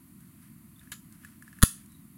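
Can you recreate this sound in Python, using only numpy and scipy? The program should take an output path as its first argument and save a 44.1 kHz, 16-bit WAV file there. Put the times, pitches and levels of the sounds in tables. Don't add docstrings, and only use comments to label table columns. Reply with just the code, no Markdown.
import sys
import numpy as np
from scipy import signal
from scipy.fft import rfft, irfft, next_fast_len
from scipy.io import wavfile
from scipy.ndimage import uniform_filter1d

SR = 44100
rng = np.random.default_rng(int(sys.argv[2]) if len(sys.argv) > 2 else 0)


def put_to_file(sound):
    columns = np.atleast_2d(sound).T
    safe = np.clip(columns, -1, 1)
    whole_steps = np.round(safe * 32767)
    wavfile.write(sys.argv[1], SR, whole_steps.astype(np.int16))


N = 95829

# (frequency [Hz], relative level [dB])
TICK_SPECTRUM = [(1000, -33), (3000, -13.5), (5500, -13), (7200, -3.5), (9500, -3), (10800, 1.5),
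                 (12500, -10), (16000, -19.5)]
# (frequency [Hz], gain [dB])
RADIATION = [(100, -31), (500, -12.5), (850, -22.5), (1100, 1), (1900, 3), (2300, 2.5), (2900, -1)]


def snap():
    # (time [s], crack [dB], handle knock [dB], steel clink [dB], crack t60 [s])
    contacts = [(1.6203, -25, -28, -25, 0.0081), (1.6272, -9, -12.5, -26, 0.0089),
                (1.632, -10.5, -23.5, -22, 0.011), (1.6337, -8.5, -18.5, -7.5, 0.0091),
                (1.6489, -22.5, -52.5, -29, 0.011)]
    # (frequency [Hz], relative level [dB])
    crack_spectrum = [(300, -18), (600, -12.5), (850, -29.5), (1250, -10.5), (1800, -3.5), (2300, -15),
                      (3400, -2), (4300, -6), (5500, -16.5), (7000, -1.5), (9300, -2), (10300, 4.5),
                      (11800, -5), (14000, -6), (16000, -10.5)]
    # (frequency [Hz], level [dB], t60 [s])
    handle_modes = [(1177, -14.5, .024), (1358, -4.5, 0.022), (1460, -10.5, 0.019), (1677, -13, 0.019),
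                    (1810, -13, 0.029), (3486, -4, 0.015), (4100, -7, .012), (4700, -14.5, 0.031)]
    # (frequency [Hz], level [dB], t60 [s])
    clink_modes = [(6730, -9.5, 0.018), (8035, -10.5, 0.015), (8610, -17.5, 0.017), (10490, -8.5, 0.019),
                   (10774, -4, 0.0061), (11940, -13.5, 0.011)]
    # (frequency [Hz], level [dB], t60 [s])
    steel_modes = [(2626, -5, 0.23), (3660, -20, 0.154), (3640, -1, 0.17), (4750, -7.5, .18),
                   (6650, -16, 0.23), (8500, -4.5, .2), (9800, -7, .2), (9970, -10.5, .26),
                   (10170, -5, 0.18), (10400, 2.5, 0.31), (10100, -4.5, .2)]
    out = np.zeros(N)
    for s, crack_db, knock_db, clink_db, t60 in contacts:
        hit = np.zeros(N)
        add(hit, s, amp(crack_db) * burst(crack_spectrum, t60))
        add(hit, s, amp(knock_db) * ring(handle_modes, scatter_db=2.0))
        add(hit, s, amp(clink_db) * ring(clink_modes, scatter_db=3))
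        out += in_room(causal_filter(hit, RADIATION))
    hardest_clink_s = max(contacts, key=lambda row: row[3])[0]
    add(out, hardest_clink_s, amp(-40.5) * ring(steel_modes, scatter_db=4.0))
    return out


def thump():
    # (time [s], pressure [linear])
    pushes = [(1.6297, .16), (1.6341, 0.15), (1.6363, -1.09), (1.6404, -.09)]
    half_width_s = 0.0014
    t = np.arange(N) / SR
    return sum(pressure * np.exp(-((t - s) / half_width_s) ** 2) for s, pressure in pushes)


def seating():
    # (frequency [Hz], relative level [dB])
    crunch_spectrum = [(300, -4), (800, -24), (1300, -1.5), (1700, -1), (2400, -3.5), (4000, -3),
                       (5700, -12.5), (7100, 0), (9000, -17), (10600, -1), (12500, -5), (16000, -21)]
    # (frequency [Hz], level [dB], t60 [s])
    seating_modes = [(179.8, -9.5, 0.42), (1329, -20, 0.22), (1682, 0, 0.05), (1785, -14, 0.056),
                     (2070, -26, .09), (3790, -10, 0.13), (4650, -10, 0.046), (6500, -14, .06),
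                     (7270, -5.5, 0.099), (10330, -5.5, 0.064)]
    touch_s = 0.9174
    seat_s = touch_s + 0.0015
    out = np.zeros(N)
    add(out, seat_s, amp(-40.0) * burst(crunch_spectrum, t60=0.044))
    add(out, seat_s, amp(-37.5) * burst(crunch_spectrum, t60=0.11))
    add(out, touch_s, amp(-38.5) * burst(TICK_SPECTRUM, t60=0.018))
    add(out, seat_s, amp(-38.5) * ring(seating_modes, scatter_db=2.5))
    return out


def creaks():
    # (time [s], strength [dB])
    slips = [(0.8138, -51.5), (0.8734, -52.5), (1.2363, -51.5), (1.2482, -42.5), (1.4239, -42.5),
             (1.4787, -47), (1.5290, -46), (1.5874, -44.5)]
    # (frequency [Hz], level [dB], t60 [s])
    strained_modes = [(1510, -11, 0.023), (1717, -4, 0.024), (1710, -20, 0.0292), (2550, -15, 0.014)]
    firm_slip_db, tick_db_per_db = -43, 2.4
    out = np.zeros(N)
    for s, db in slips:
        tick_db = -47.5 + tick_db_per_db * (db - firm_slip_db)
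        add(out, s, amp(db) * ring(strained_modes, scatter_db=3.5))
        add(out, s, amp(tick_db) * burst(TICK_SPECTRUM, t60=0.021))
    return out


def taps():
    # (time [s], level [dB])
    edge_taps = [(0.206, -53), (0.7943, -54), (1.1245, -48.5), (1.8599, -52.5), (1.9194, -53.5)]
    out = np.zeros(N)
    for s, db in edge_taps:
        add(out, s, amp(db) * burst(TICK_SPECTRUM, t60=0.022))
    return out


def rubbing():
    # (time of fastest sliding [s], level [dB])
    slides = [(0.24, -67.5), (0.441, -62.5), (0.83, -63), (1.151, -65), (1.275, -58.5), (1.48, -63),
              (1.571, -60.5), (1.799, -63), (1.92, -74)]
    # (frequency [Hz], relative level [dB])
    scrape_spectrum = [(600, -40), (1000, -9), (1550, 2.5), (2200, -5.5), (3000, -8), (3700, -12.5),
                       (5000, -13), (7000, -14.5), (10500, -3), (16000, -24.5)]
    rise_s, fall_s, flutter_db = 0.052, 0.063, 2.2
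    t = np.arange(N) / SR
    strokes = [amp(db) * np.exp(-np.maximum((s - t) / rise_s, (t - s) / fall_s)) for s, db in slides]
    envelope = np.linalg.norm(strokes, axis=0)
    grip = unit(uniform_filter1d(rng.standard_normal(N), size=400))
    return envelope * unit(noise(scrape_spectrum, N) * amp(flutter_db * grip))


def squeaks():
    # (time [s], pitch [Hz], level [dB], half width [s])
    edge_squeaks = [(0.765, 3550, -66, 0.0044), (0.796, 3630, -61.5, 0.0062), (1.941, 3900, -69, 0.039)]
    half_band_hz = 190
    t = np.arange(N) / SR
    out = np.zeros(N)
    for s, pitch, db, half_width_s in edge_squeaks:
        band = filtered(rng.standard_normal(N), lambda hz: np.exp(-((hz - pitch) / half_band_hz) ** 2))
        swell = np.exp(-((t - s) / half_width_s) ** 2)
        out += amp(db) * swell * unit(band)
    return out


def in_room(direct):
    # (frequency [Hz], t60 [s])
    decay_times = [(300, 0.13), (1400, 0.3), (3000, 0.35), (6000, 0.3), (10000, 0.32), (15000, 0.24)]
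    # (frequency [Hz], relative level [dB])
    colour = [(200, -7), (800, -8), (1400, -10), (2200, -8), (2900, -3.5), (4000, -5.5), (5300, 6),
              (7500, -0.5), (9800, 5), (10700, 0), (12000, 2.5), (16000, 1)]
    build_s, reverb_db = 0.0011, -9.5
    hz, t, spectra = signal.stft(rng.standard_normal(SR // 2), SR, nperseg=256)
    fade = np.exp(-np.log(1000) * t / along(decay_times, hz)[:, None])
    tail = signal.istft(spectra * fade * amp(along(colour, hz))[:, None], SR)[1]
    tail *= 1 - np.exp(-np.arange(len(tail)) / SR / build_s)
    reverb = signal.fftconvolve(direct, tail / np.linalg.norm(tail))[:N]
    return direct + amp(reverb_db) * reverb


def room_tone():
    # (frequency [Hz], relative level [dB])
    rumble_spectrum = [(12, -49.5), (20, -15), (22, -25.5), (27, -21.5), (87, -5.5), (129, -3), (167, 0),
                       (225, 0), (335, -11), (420, -34), (458, -46.5), (600, -34), (780, -57), (1320, -120)]
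    # (frequency [Hz], relative level [dB])
    hiss_spectrum = [(290, -48), (500, -25), (668, -4), (843, -12), (1000, 0), (1440, -4.5), (1620, -10),
                     (1820, -4), (2130, -5), (3340, -13), (4660, -10.5), (5090, -17), (7100, -10.5),
                     (11100, 0.5), (16000, -6.5)]
    return amp(-54) * noise(rumble_spectrum, N) + amp(-61.5) * noise(hiss_spectrum, N)


def amp(db):
    return 10 ** (np.asarray(db) / 20)


def unit(x):
    return x / np.sqrt(np.mean(x ** 2) + 1e-20)


def along(points, hz):
    frequencies, values = np.transpose(points)
    return np.interp(np.log(hz + 1), np.log(frequencies), values)


def filtered(x, response):
    size = next_fast_len(len(x) + 8192)
    return irfft(rfft(x, size) * response(np.fft.rfftfreq(size, 1 / SR)), size)[:len(x)]


def causal_filter(x, spectrum):
    size = 8192
    gain = amp(along(spectrum, np.fft.rfftfreq(size, 1 / SR)))
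    cepstrum = irfft(np.log(gain))
    cepstrum[1:size // 2] *= 2
    cepstrum[size // 2 + 1:] = 0
    impulse_response = irfft(np.exp(rfft(cepstrum)))
    return signal.fftconvolve(x, impulse_response)[:len(x)]


def noise(spectrum, size):
    return unit(filtered(rng.standard_normal(size), lambda hz: amp(along(spectrum, hz))))


def add(track, s, sound):
    part = track[round(s * SR):][:len(sound)]
    part += sound[:len(part)]


def burst(spectrum, t60):
    fade = amp(-60 * np.arange(SR // 4) / SR / t60)
    return unit(noise(spectrum, len(fade)) * fade) * np.sqrt(np.mean(fade ** 2))


def ring(modes, scatter_db):
    t = np.arange(SR // 2) / SR
    out = np.zeros(len(t))
    for hz, db, t60 in modes:
        strength = amp(db + scatter_db * rng.standard_normal())
        out += strength * np.exp(-np.log(1000) * t / t60) * np.sin(2 * np.pi * hz * t)
    return out


def scene():
    handling = seating() + causal_filter(creaks() + taps(), RADIATION) + rubbing() + squeaks()
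    return (in_room(handling) + snap() + thump() + room_tone())[None]


def record(dry):
    ceiling, hardness, top_hz = 0.7, 8, 15900
    clipped = dry[0] / (1 + np.abs(dry[0] / ceiling) ** hardness) ** (1 / hardness)
    return filtered(clipped, lambda hz: hz < top_hz)[None]


dry = scene()
out = record(dry)
put_to_file(out)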